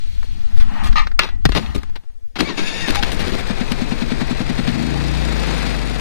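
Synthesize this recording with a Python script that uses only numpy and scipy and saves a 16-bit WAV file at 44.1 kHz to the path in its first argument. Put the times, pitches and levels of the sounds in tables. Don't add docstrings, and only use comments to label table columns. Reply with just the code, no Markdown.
import sys
import numpy as np
from scipy import signal
from scipy.fft import rfft, irfft, next_fast_len
from scipy.io import wavfile
from scipy.ndimage import uniform_filter1d, map_coordinates

SR = 44100
rng = np.random.default_rng(int(sys.argv[2]) if len(sys.argv) > 2 else 0)


def materialize(psi):
    bounded = np.clip(np.atleast_2d(psi).T, -1, 1)
    quanta = np.round(bounded * 32767).astype(np.int16)
    wavfile.write(sys.argv[1], SR, quanta)


N = 264864
T = np.arange(N) / SR

# freq_hz, width_hz, level_db
PANEL_MODES = [(850, 60, -2), (1240, 45, 8), (1860, 60, 2), (2290, 70, -6), (2560, 40, -8), (3520, 50, -14)]
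# freq_hz, width_hz, level_db
FRAME_MODES = [(1000, 60, -6), (1245, 12, 1), (1416, 12, -5), (1707, 15, 4), (1955, 7, 5), (2094, 14, 2),
               (2460, 8, -2), (2573, 12, 3), (2767, 16, 3), (3526, 16, -4), (4060, 14, -3)]
CRANKING, RACING = 22, 50


def amp(db):
    return 10 ** (np.asarray(db) / 20)


def unit(x):
    return x / np.sqrt(np.mean(x ** 2) + 1e-20)


def along(points, hz):
    f, v = np.transpose(points)
    return np.interp(np.log(hz + 1), np.log(f + 1), v)


def gains(rows):
    s, *columns = np.transpose(rows)
    return [amp(np.interp(T, s, c, left=-120, right=-120)) for c in columns]


def wobble(rate):
    knots = rng.standard_normal(int(N * rate / SR) + 4)
    return map_coordinates(knots, [T * rate])


def filtered(x, response):
    m = next_fast_len(N + SR // 2)
    return irfft(rfft(x, m) * response(np.fft.rfftfreq(m, 1 / SR)), m)[..., :N]


def modes(peaks):
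    def response(f):
        total = 0
        for k, (centre, width, db) in enumerate(peaks):
            resonance = 1j * f * width / (centre * centre - f * f + 1j * f * width)
            total = total + (-1) ** k * amp(db) * resonance
        return total
    return response


def noise(spectrum, grain_db=0, rate=300):
    grain = rng.standard_normal(N) * amp(grain_db * wobble(rate))
    return unit(filtered(grain, lambda hz: amp(along(spectrum, hz))))


def bump(angle, centre, width):
    return np.exp(-.5 * (((angle - centre + 1) % 2 - 1) / width) ** 2)


def hits(rows, ringing, thump_hz, grain_db):
    kick_gain = 16
    low, body, edge, thump, ring = shapes = np.zeros((5, 2, N + SR))
    t, kicks = T[:SR // 3], np.zeros((2, N))
    for s, db, low_db, treble_db, thump_db, ring_db, t60, hold, right_db in rows:
        start = round(s * SR)
        decay_db = -60 * np.clip(t - hold, 0, 1) / max(t60, .003)
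        fade = amp(db + decay_db) * amp([[0], [right_db]])
        band_gains = amp([low_db, 0, treble_db, thump_db, ring_db])[:, None, None]
        shapes[..., start:][..., :len(t)] += band_gains * fade
        kicks[:, start] += kick_gain * amp(ring_db) * fade[:, 0]
    grit = noise([(20, 0), (20000, 0)], grain_db=grain_db, rate=500)

    def band(shape, lo_hz, hi_hz):
        sos = signal.butter(3, [lo_hz, hi_hz], "bandpass", fs=SR, output="sos")
        level = np.sqrt(SR / 2 / (hi_hz - lo_hz))
        return signal.sosfilt(sos, shape[:, :N] * grit) * level

    crack = band(low, 613, 1980) + band(body, 1870, 4330)
    fizz = band(edge, 5200, 12000)
    rung = filtered(.7 * band(ring, 700, 4380) + kicks, ringing)
    return crack + rung + fizz + band(thump, thump_hz, 374)


def woods():
    # freq_hz, level_db (per Hz)
    hush_colour = [(35, -15), (60, -4.5), (139, -14.5), (338, -27), (448, -12.5), (1110, -34),
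                   (1860, -27.5), (2580, -29.5), (4750, -28.5), (16000, -40.5)]
    return amp(-66) * noise(hush_colour) * amp([[0], [8]])


def grip():
    # time_s, sway_db, rumble_db
    unsteadiness = [(0, -22, -39.5), (.45, -21, -32.5), (.76, -16.5, -41.5), (.86, -19.5, -27),
                    (1.1, -17.5, -35), (1.37, -16, -33), (1.66, -36.5, -31.5), (1.95, -29, -42),
                    (2.3, -31, -62.5), (2.43, -40, -22), (2.6, -25, -55), (3.0, -33, -49)]
    tremor_db, tremor_rate = 4, 11.07
    sway, rumble = (g * amp(tremor_db * wobble(tremor_rate)) for g in gains(unsteadiness))
    swaying = sway * noise([(1, -24.5), (3, 9.5), (16, 8.5), (24, -28.5), (60, -120)])
    rumbling = rumble * noise([(10, -42.5), (22, -16.0), (65, -3.5), (95, -20.5), (150, -28.5),
                               (350, -37), (600, -120)])
    return (swaying + rumbling) * amp([[0], [6]])


def jolts():
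    # start_s, pitch_hz, peak_db, t60_s, direction (signed gain), right_share (ratio)
    bumps = [(0.655, 23.9, -13.5, 0.21, 0.63, 1), (0.894, 25.6, -1.5, 0.19, -0.96, 1.5),
             (1.016, 21.6, -11, 0.4, 1, 2), (1.453, 48, -12.5, 0.13, -0.95, -4.5),
             (1.4573, 142, -7, 0.07, -1.4, 2.5), (1.494, 44, -12, .25, 1, -1.5),
             (1.561, 106, -14, 0.24, 0.52, 3), (1.78, 44.3, -9, 0.073, 0.91, 1.5)]
    t, out = T[:SR // 2], np.zeros((2, N))
    for s, hz, db, t60, way, right in bumps:
        swing = amp(db - 60 * t / t60) * np.sin(2 * np.pi * hz * t)
        out[:, round(s * SR):][:, :len(t)] += np.array([[way], [way * right]]) * swing
    return out


def rubbing():
    # time_s, scrape_db, rustle_db, creak_db
    touch = [(0, -88, -50.5, -62), (.37, -60, -52, -55), (.63, -48, -53, -38.5), (.81, -34, -48, -35.5),
             (.91, -46, -50.5, -36), (1.05, -58, -55, -45.5), (1.14, -63.5, -67.5, -64),
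             (1.3, -57.5, -94, -61), (1.52, -73.5, -44, -41), (1.62, -41.5, -44.5, -28.5),
             (1.75, -46, -52.5, -49), (1.9, -58.5, -62.5, -59.5), (2.35, -91.5, -92, -87)]
    # freq_hz, level_db (per Hz)
    cloth_colour = [(290, -30.5), (500, -2.5), (795, -6), (946, -6.5), (1190, -7.5), (1340, -5), (4340, 2),
                    (4870, -5), (16000, -26)]
    # freq_hz, level_db (per Hz)
    creak_colour = [(60, -38), (120, -18), (170, -1.5), (230, 1), (290, -12.5), (420, -25), (800, -26),
                    (1300, -120)]
    scrape, rustle, creak = gains(touch)
    panel = noise([(300, -39.5), (700, 11.5), (1800, 3.0), (3000, 0.0), (6000, -44.0)],
                  grain_db=-1.0, rate=390)
    panel = unit(panel + amp(1.5) * filtered(panel, modes(PANEL_MODES)))
    cloth = rustle * noise(cloth_colour, grain_db=0.5, rate=130)
    creaking = creak * noise(creak_colour, grain_db=2.0, rate=34)
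    return (scrape * panel + cloth + creaking) * amp([[0], [6]])


def scuffs():
    # start_s, peak_db, treble_db, thump_db, ring_db, t60_s, hold_s, right_lift_db
    drags = [(0.569, -43.5, -12, -8, -11, .058, 0.019, 7), (0.598, -39.5, -14.5, -16, -3, 0.038, 0.031, 6),
             (0.836, -36, -10.5, -6.5, 9.5, 0.12, 0.037, 9),
             (0.957, -28, -24.5, -25.5, 17.5, 0.16, 0.035, 7.5), (1.189, -31.5, -21, -3, -8, 0.21, 0.05, 9),
             (1.549, -26, -17.5, 1, -5, 0.071, 0.019, 0), (1.568, -29.5, -19, 8, -8, 0.12, 0.011, -2),
             (1.747, -37, -10, 15, 5.5, 0.061, 0.014, 7), (1.779, -47.5, -13, 10, -1.5, .06, 0.011, 10),
             (1.955, -38.5, -19.5, -2, -8.5, 0.042, 0.0096, 1.5)]
    low_db = -1
    rows = [(s, db, low_db, *rest) for s, db, *rest in drags]
    panel, frame = modes(PANEL_MODES), modes(FRAME_MODES)
    return hits(rows, ringing=lambda f: panel(f) + amp(-9) * frame(f), thump_hz=88, grain_db=2.0)


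def switches():
    # start_s, peak_db, low_db, treble_db, thump_db, ring_db, right_lift_db
    clicks = [(0.229, -44, 9, -10, -14, 1, -8), (0.2436, -49.5, -12, -4, 12, -9, 2),
              (.314, -45.5, -6, -13, 2.5, -9, -10), (.926, -34.5, 3, -22, -14, -10, 18),
              (1.07, -29, 2.5, -25.5, -6.5, -14, 12), (1.115, -43, 7.5, -17, -2.5, 0, 8.5),
              (1.1917, -6, -3.5, -42.5, -15, 0, 8.5), (1.234, -24.5, -16.5, -31, -14.5, 8, -1.5),
              (1.289, -37.5, 5, -18, -0.5, 9, 10.5), (1.453, -11, -1, -16.5, 3, -10, 7),
              (1.49, -29, 4, -12, 13.5, -14, 8), (1.52, -26.5, -4, -21, -5, 13, 2.5),
              (1.662, -33.5, -11, -29, 1, -12, -0.5), (1.832, -41, 4.5, -11.5, 3, -11, 3),
              (1.896, -52.5, 6, -11, 3.5, -12, 1.5), (2.036, -61.5, 3, -19, 9, -11.5, 10.5),
              (2.1, -62.5, 8, -21.5, 13, -9.5, 3)]
    t60_s, hold_s = 0.035, 0.00037
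    rows = [(*row, t60_s, hold_s, right_db) for *row, right_db in clicks]
    return hits(rows, ringing=modes(FRAME_MODES), thump_hz=52, grain_db=2.5)


def starter_gears():
    # freq_hz, width_hz, level_db
    housing = [(1797, 300, -3), (1890, 90, 0), (2240, 100, 0), (2790, 80, 4.5), (2590, 400, 0),
               (3695, 90, 4), (4600, 500, -6), (6900, 700, -17), (10000, 600, -24)]
    # time_s, level_db
    gear_level = [(2.42, -49), (2.49, -41), (2.56, -47), (2.58, -27), (2.62, -36), (2.79, -31.5),
                  (2.86, -32.5), (2.93, -40), (3.0, -32)]
    grind = noise([(300, -30), (1000, -3), (8000, 0), (10500, 0), (12000, -14), (16000, -22)],
                  grain_db=2.5, rate=60)
    return gains(gear_level)[0] * unit(filtered(grind, modes(housing)))


def starter_whine():
    # time_s, mesh_hz, level_db, lowest_tone_db, upper_tones_db
    glide = [(2.43, 991, -44, -6, -4), (2.465, 1154, -34, -4, -8), (2.49, 1139, -34, -6, -6),
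             (2.51, 954, -38, 5.5, -1), (2.531, 900, -46, 0, -3), (2.561, 860, -52, -2, 0),
             (2.6, 797, -47, -8, 0), (2.619, 805, -40, -6, 0), (2.69, 873, -43, -7, 3),
             (2.74, 902, -37, -8, 2), (2.789, 923, -38, -6, 0), (2.825, 945, -39, -15, -6),
             (2.855, 917, -27, -18, -14), (2.872, 840, -34, -14, -10), (2.9, 763, -55, -5, 0)]
    # multiple (of the mesh rate), level_db
    upper_tones = [(3, -4), (4, -2), (5, -12), (6, -10), (8, -11)]
    # freq_hz, gain_db
    housing_colour = [(500, 0), (7000, 0), (8200, -20)]
    flicker_db = 2.5
    s, hz, db, lowest_db, upper_db = np.transpose(glide)
    flutter_hz = 10 * noise([(5, -2.5), (60, -1.0), (120, -36.5), (300, -120)])
    mesh = 2 * np.pi * np.cumsum(np.interp(T, s, hz) + flutter_hz) / SR
    tones = [(1, np.interp(T, s, lowest_db)), (2, 0)]
    tones += [(k, level + np.interp(T, s, upper_db)) for k, level in upper_tones]
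    whine = sum(amp(level + flicker_db * wobble(70)) * np.sin(k * mesh) for k, level in tones)
    whine = whine * amp(np.interp(T, s, db, left=-120, right=-120))
    return filtered(whine, lambda f: amp(along(housing_colour, f)))


def cover_pings():
    # start_s, pitch_hz, peak_db, length_s
    rings = [(2.955, 815, -25, .065), (4.95, 815, -31, .03)]
    out = np.zeros(N)
    for s, hz, db, length in rings:
        swell = np.sin(np.pi * np.clip((T - s) / length, 0, 1))
        out += amp(db) * swell * np.sin(2 * np.pi * hz * T)
    return out


def starter_clanks():
    # start_s, peak_db, treble_db, thump_db, t60_s, hold_s
    clanks = [(2.356, -34.5, -21, -3, 0.061, 0.02), (2.386, -27, -17, 4.5, 0.034, 0.015),
              (2.404, -18.5, -13.5, 3.5, 0.031, 0.0029), (2.417, -44, -20, 21, 0.1, 0.016),
              (2.472, -36, -31, 6, 0.12, 0.047), (2.577, -27.5, -38, 4.5, 0.21, .0035),
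              (2.877, -28, -15, 2, 0.1, 0.018), (2.905, -31.5, -6, 4, 0.019, 0.0032),
              (2.948, -22.5, -14.5, -16, 0.062, 0.008), (3.025, -22, -18, -4, 0.063, 0.0098),
              (3.118, -30.5, -8, 4.5, 0.14, 0.0036), (3.193, -30, -14, 3, .07, 0.025),
              (3.265, -34.5, -14, 7.5, 0.095, 0.028), (3.321, -36, -16, 9.5, .04, 0.033),
              (3.386, -42, -8, 13.5, .04, 0.025), (3.471, -41, -24.5, -13, 0.014, 0.002),
              (3.718, -28.5, -11, -28, 0.023, 0.0044), (4.676, -30.5, -17, -30, 0.18, 0.0023)]
    low_db, ring_db, right_db = -2.5, -8, -0.5
    rows = [(s, db, low_db, treble_db, thump_db, ring_db, *fade, right_db)
            for s, db, treble_db, thump_db, *fade in clanks]
    return hits(rows, ringing=modes(FRAME_MODES), thump_hz=165, grain_db=3.0)


def crank():
    # time_s, speed (turns per s)
    turning = [(2.9, 17.46), (3.1, 10.03), (3.5, 18.46), (4.2, 20.85), (4.69, 22.12), (4.73, 27.8),
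               (4.766, 47.5), (4.8, 51.1), (4.9, 56.7), (5.15, 57.9), (5.23, 57.7), (5.29, 56.5),
               (5.59, 50.6), (5.93, 47.1), (6.01, 46.6)]
    rest_turn = 1.81
    speed = np.interp(T, *np.transpose(turning), left=0)
    return speed, rest_turn + np.cumsum(speed) / SR


def machinery(speed, angle):
    # time_s, clatter_db
    clatter_level = [(2.35, -69), (2.41, -30.5), (2.53, -45), (2.59, -36.5), (2.76, -36), (2.84, -34),
                     (3.2, -32.5), (3.5, -33.5), (4.52, -33.5), (4.87, -31.5), (5.05, -31), (5.35, -29.5),
                     (5.58, -28), (5.7, -29), (5.82, -32), (6.01, -32)]
    # freq_hz, level_db (per Hz)
    block_colour = [(120, -26), (260, -8), (400, -2.5), (462, 1), (573, -4), (694, -2), (1110, -7),
                    (1970, -6.5), (2620, -6.5), (2920, -12.5), (3800, -9), (4490, -11), (5990, -26),
                    (7000, -25.5), (9100, -29.5), (15400, -120)]
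    air_colour = [(2940, -17), (5000, 1.5), (6000, -2), (10200, -9.5), (11800, -16.5), (14300, -17.5),
                  (15400, -24.5), (16200, -44.5)]
    drone_colour = [(41, -21), (70, -7.5), (108, -16), (156, -8), (227, -11.5), (376, -15), (600, -27.5),
                    (780, -46.5), (1320, -120)]
    tappet_colour = [(6000, -40), (9300, -12), (10200, 0), (11000, -19), (14000, -45)]
    hiss_db, hiss_from_s = -15, 2.3
    drone_db, drone_clears_db = -1, -5
    tappet_db, tappet_from_s, tappet_rise_s = -18, 5.68, 0.2
    clatter, = gains(clatter_level)
    hiss = amp(hiss_db) * clatter * (T > hiss_from_s)
    thinning_db = np.interp(speed, [CRANKING, RACING], [0, drone_clears_db])
    drone = amp(drone_db + thinning_db) * clatter * noise(drone_colour, grain_db=1.5, rate=30)
    slow = np.interp(speed, [CRANKING, RACING], [1, .4])
    valves = 1 + slow * (1.1 * bump(angle, centre=.35, width=.18) + .3 * bump(angle, centre=1.7, width=.15))
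    ticks = 1 + .8 * bump(angle, centre=.3, width=.22) + .4 * bump(angle, centre=1.7, width=.15)
    tappet = amp(tappet_db) * np.clip((T - tappet_from_s) / tappet_rise_s, 0, 1)
    tappet = tappet * bump(angle, centre=1.56, width=0.15) * noise(tappet_colour)
    block = unit(valves * noise(block_colour, grain_db=1.0, rate=250))
    air = unit(ticks * noise(air_colour, grain_db=2.5, rate=280))
    return clatter * (block + tappet) + hiss * air + drone


def shaft_throb(angle, throb):
    return throb * (np.cos(2 * np.pi * angle) + 0.22 * np.cos(np.pi * angle))


def intake_gulps(angle, gulp):
    gulps = bump(angle, centre=0.58, width=0.16) + 1.5 * bump(angle, centre=1.6, width=0.081)
    return 3 * gulp * (gulps - .14)


def muffler_blows(angle, gulp):
    # freq_hz, width_hz, level_db
    muffler = [(108.4, 12, -18), (140.3, 16.4, -2), (189, 65, -6.5), (304, 41, 4.5), (430, 53, -11)]
    cycle = np.floor(angle / 2).astype(int).clip(0)
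    size = amp(1.5 * rng.standard_normal(cycle.max() + 1))[cycle]
    blow = gulp * size * bump(angle, centre=0.605, width=0.025)
    return 14 * filtered(blow, modes(muffler))


def firing_tones(speed, angle, firing, bark):
    # freq_hz, level_db
    pipe_colour = [(60, -9.5), (100, -13), (142, -4.5), (175, -6.5), (195, -12.5), (225, -2.5), (260, -10),
                   (310, -11), (380, -19)]
    bark_hz = 193
    tones = np.zeros(N)
    for k in range(3, 14):
        hz = k * speed / 2
        level = amp(along(pipe_colour, hz) + 2.0 * wobble(4)) * np.where(hz > bark_hz, bark, 1)
        tones += level * np.cos(np.pi * k * angle + rng.uniform(0, 2 * np.pi))
    return 3.25 * firing * tones


def exhaust_puffs(angle):
    first_turn, count = 10.3, 13
    puff_db, spread_db, catch_db = -12, 0.1, 3
    pitch_hz, spread_hz = 222.3, 4.5
    out = np.zeros(N)
    t = T[:SR // 12] - .015
    starts = np.interp(first_turn + 2 * np.arange(count), angle, T)
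    chance = rng.standard_normal((count, 2))
    levels = puff_db + spread_db * chance[:, 0] + catch_db * (starts == starts[-1])
    pitches = pitch_hz + spread_hz * chance[:, 1]
    swell = np.where(t < 0, np.exp(-(t / 0.0013) ** 2), amp(-60 * t / 0.086))
    for s, db, hz in zip(starts, levels, pitches):
        puff = amp(db) * swell * np.cos(2 * np.pi * hz * t)
        for late_s, share in [(.003, 0.87), (.019, 0.47)]:
            out[round((s + late_s + t[0]) * SR):][:len(t)] += share * puff
    return out


def engine():
    # time_s, throb_db (shaft), gulp_db (intake), firing_db, bark_db (upper multiples)
    strokes = [(2.84, -72, -70, -70, 0), (2.9, -18, -34, -35.5, -3), (3.3, -22.5, -27, -37.5, -3),
               (3.6, -21, -39, -43, 0), (4.1, -21.5, -27.5, -47, 0), (4.7, -22, -31.5, -38.5, 4),
               (4.78, -29.5, -46, -35, 2), (4.87, -24.5, -48, -36.5, 4), (4.93, -22, -36.5, -35, -2.5),
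               (5.2, -19, -43, -35.5, -5), (5.3, -19, -41, -38.5, -1.5), (5.6, -21.5, -54, -41.5, 2),
               (6.01, -22.5, -50, -38, -4)]
    speed, angle = crank()
    throb, gulp, firing, bark = gains(strokes)
    exhaust = muffler_blows(angle, gulp) + firing_tones(speed, angle, firing, bark) + exhaust_puffs(angle)
    return machinery(speed, angle) + shaft_throb(angle, throb) + intake_gulps(angle, gulp) + exhaust


def ports(pair, lag_s):
    # freq_hz, wander_rad (rms)
    wander = [(30, 1.2), (130, 0.35), (400, 0.8), (1500, 0.8), (5000, 1.4), (15000, 2.6)]
    # freq_hz, left_over_right_db
    shade = [(25, 14), (60, 12.5), (200, 16), (600, 18), (1500, 15.5), (4500, 14), (9000, 11),
             (15000, 11.5)]
    steady_hz = 70
    bass = filtered(pair[1], lambda f: 1 / (1 + (f / steady_hz) ** 4))
    hz, _, z = signal.stft(pair[1] - bass, SR, nperseg=256)
    drift = uniform_filter1d(rng.standard_normal(z.shape), size=5, axis=0)
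    drift = unit(uniform_filter1d(drift, size=10, axis=1))
    turned = z * np.exp(1j * along(wander, hz)[:, None] * drift)
    far = bass + signal.istft(turned, SR, nperseg=256)[1][:N]
    right = filtered(far, lambda f: -amp(-along(shade, f)) * np.exp(-2j * np.pi * f * lag_s))
    return np.array([pair[0], right])


def scene():
    hand = grip() + jolts() + rubbing() + scuffs() + switches()
    starter = starter_gears() + starter_whine() + cover_pings() + starter_clanks()
    return ports(woods() + hand + starter + engine(), lag_s=0.00024)


def record(dry):
    top_hz = 16300
    x = amp(6.0) * dry
    x = x / (1 + np.abs(x / .96) ** 16) ** (1 / 16)
    return filtered(x, lambda hz: (hz < top_hz) * amp(-14 * np.clip((hz - 15000) / 1000, 0, 2)))


dry = scene()
out = record(dry)
materialize(out)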